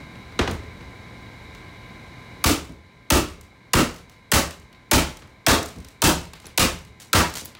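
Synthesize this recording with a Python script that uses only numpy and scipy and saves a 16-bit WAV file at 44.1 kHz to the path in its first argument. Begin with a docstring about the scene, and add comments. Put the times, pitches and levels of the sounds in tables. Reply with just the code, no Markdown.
"""A motor hums in a small room. A plastic appliance is rolled over and bumps on the wooden floor.
From 2.4 s a hammer strikes it nine times: each blow cracks in the shell, booms in the boards and
shakes loose chips. A compressor flattens the blows; the gain control stays down after the first.
Around the last blows small metal parts tinkle and the loosened housing skids twice."""
import sys
import numpy as np
from scipy import signal
from scipy.fft import rfft, irfft, next_fast_len
from scipy.io import wavfile
from scipy.ndimage import uniform_filter1d, map_coordinates

SR = 44100
rng = np.random.default_rng(int(sys.argv[2]) if len(sys.argv) > 2 else 0)


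def generate_wav(signal):
    """Clip the signal to [-1, 1] and save it as 16-bit WAV at the path in sys.argv[1]."""
    frames = np.transpose(np.atleast_2d(signal))
    scaled = np.clip(frames, -1, 1) * 32767
    pcm = np.round(scaled).astype(np.int16)
    wavfile.write(sys.argv[1], SR, pcm)


N = 334754
T = np.arange(int(.55 * SR)) / SR  # time axis of one event [s]


def amp(db):
    """Decibels to gain."""
    return 10 ** (np.asarray(db) / 20)


def unit(x):
    """Scaled to rms 1."""
    return x / np.sqrt(np.mean(x ** 2) + 1e-20)


def along(points, hz):
    """Interpolates (frequency [Hz], value) points on a log axis."""
    points_hz, values = np.transpose(points)
    return np.interp(np.log(hz + 1), np.log(points_hz), values)


def fade(t, t60_s):
    """Falls 60 dB in t60_s."""
    return np.exp(-np.log(1000) * t / t60_s)


def filtered(x, response):
    """Applies a complex frequency response."""
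    size = next_fast_len(len(x) + SR // 10)
    return irfft(rfft(x, size) * response(np.fft.rfftfreq(size, 1 / SR)), size)[:len(x)]


def resonances(modes, f):
    """Response of (frequency [Hz], width [Hz], level [dB]) modes."""
    return sum(amp(db) * 1j * f * width / (hz * hz - f * f + 1j * f * width) for hz, width, db in modes)


def noise(spectrum, size):
    """Coloured noise, rms 1."""
    return unit(filtered(rng.standard_normal(size), lambda f: amp(along(spectrum, f))))


def add(track, at_s, sound):
    """Mixes a sound into a track."""
    start = round(at_s * SR)
    track[start:start + len(sound)] += sound[:max(len(track) - start, 0)]


def bend(x, lag_s, corner_hz):
    """Slow bending waves delay the lows behind the highs."""
    return filtered(x, lambda f: np.exp(-2j * np.pi * lag_s * corner_hz * np.log1p(f / corner_hz)))


# room air spectrum: (frequency [Hz], relative level [dB])
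AIR_SPECTRUM = [(15, -64), (25, -20.5), (43, -1), (102, 0), (145, -5.5), (175, -2.5), (591, -14),
                (1040, -14.5), (1260, -19), (1940, -17.5), (2220, -10), (2690, -27.5), (3820, -23.5),
                (4740, -29), (16000, -46.5)]
# motor whistle bands, before squaring: (frequency [Hz], width [Hz], relative level [dB])
WHIRR_BANDS = [(1080, 19, -4.5), (1530, 58, -8.5), (1800, 21, -8), (2290, 110, -3), (2897, 77, -5.5),
               (3870, 430, -6)]
# motor tones: (frequency [Hz], relative level [dB])
HUM_TONES = [(118.4, -50.5), (1023, -55.5), (1593, -59), (2051, -60), (2143, -57), (3876, -63.5)]
def background():
    """Room air and a small motor with slightly unsteady tones."""
    t = np.arange(N) / SR
    whirr = unit(filtered(rng.standard_normal(N), lambda f: np.abs(resonances(WHIRR_BANDS, f)) ** 2))
    hum = np.zeros(N)
    drift_hz = 4.6
    for hz, db in HUM_TONES:
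        drift_rad = .49 * map_coordinates(rng.standard_normal(int(N * drift_hz / SR) + 4), [t * drift_hz])
        hum += amp(db) * np.sqrt(2) * np.sin(2 * np.pi * hz * t + drift_rad)
    return amp(-43) * noise(AIR_SPECTRUM, N) + amp(-57) * whirr + amp(-.5) * hum


# room decay: (frequency [Hz], t60 [s])
ROOM_DECAY = [(60, 0.74), (160, 0.21), (420, 0.37), (1100, 0.35), (3000, 0.33), (7500, 0.3), (14000, 0.23)]
def reverberation(spectrum, near_db=-9, walls_s=.02):
    """Weak nearby echoes, then the walls' full answer, dying band by band; energy 1."""
    hz, t, bands = signal.stft(noise(spectrum, len(T)), SR, nperseg=256)
    bands = bands * fade(t, along(ROOM_DECAY, hz)[:, None])
    tail = signal.istft(bands, SR, nperseg=256)[1][:len(T)]
    early_db = near_db * np.clip((walls_s - T) / .0037, 0, 1)
    tail = tail * amp(early_db) * np.minimum(T / .00079, 1)
    return tail / np.linalg.norm(tail)


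def contact(spectrum, t60_s, attack_s, wet_db):
    """Dense modes swell and die; the room answers in the same colour."""
    envelope = fade(T, t60_s) * (1 - np.exp(-T / attack_s))
    room = amp(wet_db) * np.linalg.norm(envelope) * reverberation(spectrum)
    return noise(spectrum, len(T)) * envelope + room


# plastic clack, hollow knock and floor boom spectra: (frequency [Hz], relative level [dB])
CLACK_SPECTRUM = [(60, -38), (300, 5), (600, 0.5), (1100, 0.5), (2200, -4), (4500, -10.5), (8000, -21),
                  (16000, -40)]
KNOCK_SPECTRUM = [(60, -34), (130, -10.5), (170, -3), (210, -7.5), (250, -0.5), (330, -2), (420, -8.5),
                  (700, -16), (2500, -72.5)]
BOOM_SPECTRUM = [(15, -33.5), (28, -32.5), (40, -6.5), (52, -14), (68, 2.5), (90, -2.5), (125, -14),
                 (200, -12), (600, -59)]
def bump(boom_db, knock_db, clack_db):
    """One touch of the housing on the boards."""
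    clack = amp(clack_db + .5) * contact(CLACK_SPECTRUM, t60_s=.052, attack_s=.00044, wet_db=-2)
    knock = amp(knock_db) * contact(KNOCK_SPECTRUM, t60_s=.08, attack_s=.0035, wet_db=-2.5)
    boom = amp(boom_db) * contact(BOOM_SPECTRUM, t60_s=.17, attack_s=.012, wet_db=-4)
    return bend(clack + knock + boom, lag_s=.02016, corner_hz=87)


def handling(count=6, span_s=.8, level_db=-35):
    """Soft, uneven thuds as a hand rolls the housing over."""
    track = np.zeros(N)
    for at_s in np.linspace(0, span_s, count):
        thud_s = abs(at_s + rng.normal(0, .007))
        gain = amp(level_db + rng.normal(0, 1))
        add(track, thud_s, gain * bump(boom_db=3, knock_db=-9, clack_db=-8.5))
    return track


# housing bumps, relative levels: (time [s], boom [dB], knock [dB], clack [dB])
HOUSING_BUMPS = [(.39, -15.5, -14, -12), (.475, -17, -19.5, -20), (.499, -16, -36, -46),
                 (2.688, -27, -22.5, -42), (5.22, -27, -42, -30), (5.756, -17, -23, -35.5),
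                 (6.442, -28, -37, -33), (7.414, -33, -25, -47)]
def rocking(touches=2, gap_s=.11, loss_db=18):
    """The housing tips and settles on the boards, each touch weaker and duller."""
    track = np.zeros(N)
    for at_s, boom_db, knock_db, clack_db in HOUSING_BUMPS:
        for touch in range(touches):
            delay_s = touch * gap_s * rng.uniform(.8, 1.2)
            thud = bump(boom_db, knock_db, clack_db - 8 * touch)
            add(track, at_s + delay_s, amp(-loss_db * touch) * thud)
    return track


# chip tick and body spectra: (frequency [Hz], relative level [dB])
TICK_SPECTRUM = [(500, -41), (2500, -2), (6000, 5.5), (8000, 4), (11000, -1), (16000, -3)]
BODY_SPECTRUM = [(200, -3.5), (900, -3.5), (2500, -3.5), (4500, -5), (9000, -37)]
# larger chips landing: (time [s], relative level [dB], body re tick [dB])
CHIP_LANDINGS = [(.512, -39.5, -15), (1.549, -54.5, 2), (3.411, -40.5, -11), (4.508, -32.5, -7),
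                 (4.728, -52, 4.5), (5.17, -37.5, -8), (5.629, -27.5, -14), (5.659, -31, -23),
                 (5.847, -40, -5), (5.885, -39.5, -9), (6.334, -37.5, 0.5), (6.456, -41, -0.5),
                 (6.467, -38, -4), (7.339, -29, -17), (7.456, -33, -8), (7.55, -46, 6)]
def chips():
    """Chips and loose parts tick against the shell and the floor."""
    track = np.zeros(N)
    for at_s, db, body_db in CHIP_LANDINGS:
        tick = contact(TICK_SPECTRUM, t60_s=.019, attack_s=.00017, wet_db=-5)
        body = amp(body_db) * contact(BODY_SPECTRUM, t60_s=.042, attack_s=.00073, wet_db=.5)
        add(track, at_s, amp(db + 10.5) * (tick + body))
    return track


# shell crack spectrum: (frequency [Hz], relative level [dB])
SHELL_SPECTRUM = [(30, -39), (150, -15), (400, -1), (1200, -1.5), (1900, -1), (3000, -3), (5000, -4),
                  (7500, -6), (10000, -9.5), (13000, -14), (16000, -8.5)]
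# housing modes: (frequency [Hz], width [Hz], level [dB])
HOUSING_MODES = [(167.3, 5.8, -6), (246, 15, -7.5), (315, 26, -5), (520, 33, -7), (583, 24, -14),
                 (690, 6.6, -13), (780, 19, -9), (889, 20, 0), (960, 16, -22), (1113, 19, 0),
                 (1222, 54, -0.5), (1302, 40, -3), (1450, 32, -19), (2653, 46, -2.5), (2740, 17, -15.5)]
# cavity ring, dropping as the shell splits: (time [s], frequency [Hz])
CAVITY_PITCH = [(3.15, 300), (3.7, 243), (5.5, 240), (6.0, 175)]
# blows, relative levels: (time [s], force [dB], boom [dB], knock [dB], crack [dB], panel ring [Hz])
HAMMER_BLOWS = [(2.44, -9, -0.5, 5, 6, 1150), (3.102, -7, 0.5, 4.5, 3, 1146),
                (3.7337, -5, -0.5, 3, -1, 1292), (4.3163, -6, -2.5, -1.5, 4.5, 1150),
                (4.9124, -4.5, -0.5, 1.5, 2, 865), (5.4641, -2, -5, -2.5, -1.5, 662),
                (6.0192, -5, -2.5, 4, 5.5, 935), (6.576, -6, -3.5, 0, 3.5, 2880),
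                (7.1301, -3, -4, -3.5, -1, 970)]
def hammer(rebound_db=-11.5):
    """Each blow cracks on the shell, rings its panels and drives it into the floor, where it rebounds."""
    track = np.zeros(N)
    for at_s, force_db, boom_db, knock_db, crack_db, panel_hz in HAMMER_BLOWS:
        cavity_hz = np.interp(at_s, *np.transpose(CAVITY_PITCH))
        rebound_s = .049 * rng.uniform(.9, 1.1)
        crack = contact(SHELL_SPECTRUM, t60_s=.023, attack_s=.00041, wet_db=2)
        crack += amp(.5 * crack_db - 7) * crush()
        rebound_crack = contact(SHELL_SPECTRUM, t60_s=.073, attack_s=.0043, wet_db=3.5)
        add(crack, rebound_s, amp(rebound_db) * rebound_crack)
        blow = filtered(crack, lambda f: amp(crack_db * f ** 2 / (f ** 2 + 4500 ** 2)))  # treble shelf

        hollow = [(hz * (cavity_hz / 275) ** .099, db) for hz, db in KNOCK_SPECTRUM]
        knock = amp(knock_db - 13) * contact(hollow, t60_s=.083, attack_s=.011, wet_db=5.5)
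        thud = contact(BOOM_SPECTRUM, t60_s=.12, attack_s=.0014, wet_db=-.5)
        boom = amp(boom_db - 11) * (thud + amp(-2) * floorboards())
        add(blow, .006, knock + boom)  # the housing meets the floor just after the hit
        rebound_knock = contact(hollow, t60_s=.069, attack_s=.0077, wet_db=-2)
        add(blow, rebound_s, amp(knock_db + rebound_db + 4) * rebound_knock)

        panel = [(panel_hz, 26, 4), (panel_hz, 500, -9)]  # one sharp mode in a broad cluster
        modes = list(HOUSING_MODES) + panel + [(cavity_hz, 32, 0)]
        blow = filtered(blow, lambda f: 1 + resonances(modes, f) + shell_walls(f))
        add(track, at_s, amp(force_db + 11) * bend(blow, lag_s=.026, corner_hz=143.2))
    return track


def crush(length_s=.008):
    """A dense run of tiny fractures that stops with the hammer head."""
    fractures = rng.standard_normal(len(T)) ** 3 * fade(np.maximum(T - length_s, 0), t60_s=.0035)
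    burst = filtered(fractures, lambda f: amp(along(SHELL_SPECTRUM, f)))
    return burst / np.sqrt(np.sum(burst ** 2) / (length_s * SR))


def shell_walls(f, count=12, range_hz=(401.8, 3773), q=28.5, level_db=-3.5):
    """Each spot on the shell favours some wall modes and cancels others."""
    modes = [(hz, hz / q, level_db) for hz in np.exp(rng.uniform(*np.log(range_hz), count))]
    return resonances(modes[::2], f) - resonances(modes[1::2], f)


# floorboard modes: (frequency [Hz], relative level [dB], t60 [s])
FLOOR_MODES = [(38.6, -4.5, 0.34), (68.7, 0, 0.31), (98.6, 2, 0.2), (129, -5, 0.26), (166.8, -9, 0.22)]
def floorboards(attack_s=.0013):
    """A push sets the boards swinging, at slightly new strengths each time."""
    swing = sum(amp(db + rng.normal(0, .77)) * np.sin(2 * np.pi * hz * T) * fade(T, t60_s)
                for hz, db, t60_s in FLOOR_MODES)
    return swing * (1 - np.exp(-T / attack_s))


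def splinters(count=14, db_per_force_db=2.4, fall_db_per_s=35):
    """Splinters rain down after each blow, louder after a hard one, thinning and weakening."""
    track = np.zeros(N)
    for at_s, force_db, *_ in HAMMER_BLOWS:
        flight_s = .15 + np.minimum(rng.exponential(.057, count), .28)
        landing_db = rng.normal(0, 7, count) - fall_db_per_s * (flight_s - .2642)
        landings = np.zeros(len(T))
        landings[(flight_s * SR).astype(int)] = amp(landing_db)
        tick = contact(TICK_SPECTRUM, t60_s=.015, attack_s=.0003, wet_db=-2)
        body = amp(-5.5) * contact(BODY_SPECTRUM, t60_s=.016, attack_s=.00045, wet_db=5.5)
        rattle = signal.fftconvolve(landings, tick + body)
        add(track, at_s, amp(db_per_force_db * force_db - 30) * rattle)
    return track


# metal parts ringing: (time [s], frequency [Hz], level [dB])
METAL_PINGS = [(6.455, 5900, -30), (6.467, 10700, -28), (7.45, 15440, -22), (7.455, 11300, -20.5)]
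def tinkles():
    """Small metal parts ping with a wavering phase and a faint after-ring."""
    track = np.zeros(N)
    envelope = fade(T, t60_s=.029) + amp(-21) * fade(T, t60_s=.22)
    for at_s, hz, db in METAL_PINGS:
        waver_rad = .14 * np.cumsum(rng.standard_normal(len(T)))
        add(track, at_s, amp(db) * np.sin(2 * np.pi * hz * T + waver_rad) * envelope)
    return track


# housing skids: (time [s], relative level [dB])
HOUSING_SKIDS = [(6.998, -35.5), (7.352, -23)]
def skids():
    """The loosened housing scrapes a short way over grit on the boards."""
    track = np.zeros(N)
    for at_s, db in HOUSING_SKIDS:
        hiss = contact(TICK_SPECTRUM, t60_s=.14, attack_s=.003, wet_db=5.5)
        body = amp(-1) * contact(BODY_SPECTRUM, t60_s=.21, attack_s=.003, wet_db=-3)
        grit_db = 2.5 * unit(uniform_filter1d(rng.standard_normal(len(T)), size=90))
        add(track, at_s, amp(db + grit_db) * (hiss + body))
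    return track


def scene():
    """All sources at one microphone."""
    blows = hammer() + splinters()
    return (blows + rocking() + handling() + chips() + tinkles() + skids() + background())[None]


def overshoot(x, window_s, limit_db, recovery_s):
    """Held level above a limit [dB]; the hold sinks 10 dB in recovery_s."""
    power = np.abs(uniform_filter1d(x ** 2, max(int(window_s * SR), 2)))
    sink_db = 10 * np.arange(N) / SR / recovery_s
    held_db = np.maximum.accumulate(10 * np.log10(power + 1e-12) + sink_db) - sink_db
    return np.maximum(held_db - limit_db, 0)


def follow(x, lag_s):
    """One-pole smoothing."""
    pole = np.exp(-1 / (lag_s * SR))
    return signal.lfilter([1 - pole], [1, -pole], x)


def record(dry, bass_hz=22, react_s=.005, top_hz=15800):
    """Bass cut, slow gain control, peak limiter, late-acting compressor, soft clip, band limit."""
    x = filtered(dry[0], lambda f: (1j * f / (1j * f + bass_hz)) ** 2)
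    slow_db = overshoot(x, window_s=.003, limit_db=-9, recovery_s=20)
    x = x * amp(-np.minimum(slow_db, 9))
    limiter_db = overshoot(x, window_s=.0018, limit_db=-12.5, recovery_s=.017)
    excess_db = overshoot(x, window_s=.0017, limit_db=-13.5, recovery_s=.031)
    compressor_db = .23 * np.roll(follow(excess_db, lag_s=.00049), round(react_s * SR))
    x = x * amp(-np.maximum(limiter_db, compressor_db))
    x = x / (1 + np.abs(x / .85) ** 4) ** (1 / 4)
    return filtered(x, lambda f: 1 / np.sqrt(1 + np.minimum(f / top_hz, 1.2) ** 300))[None]


dry = scene()
out = record(dry)
generate_wav(out)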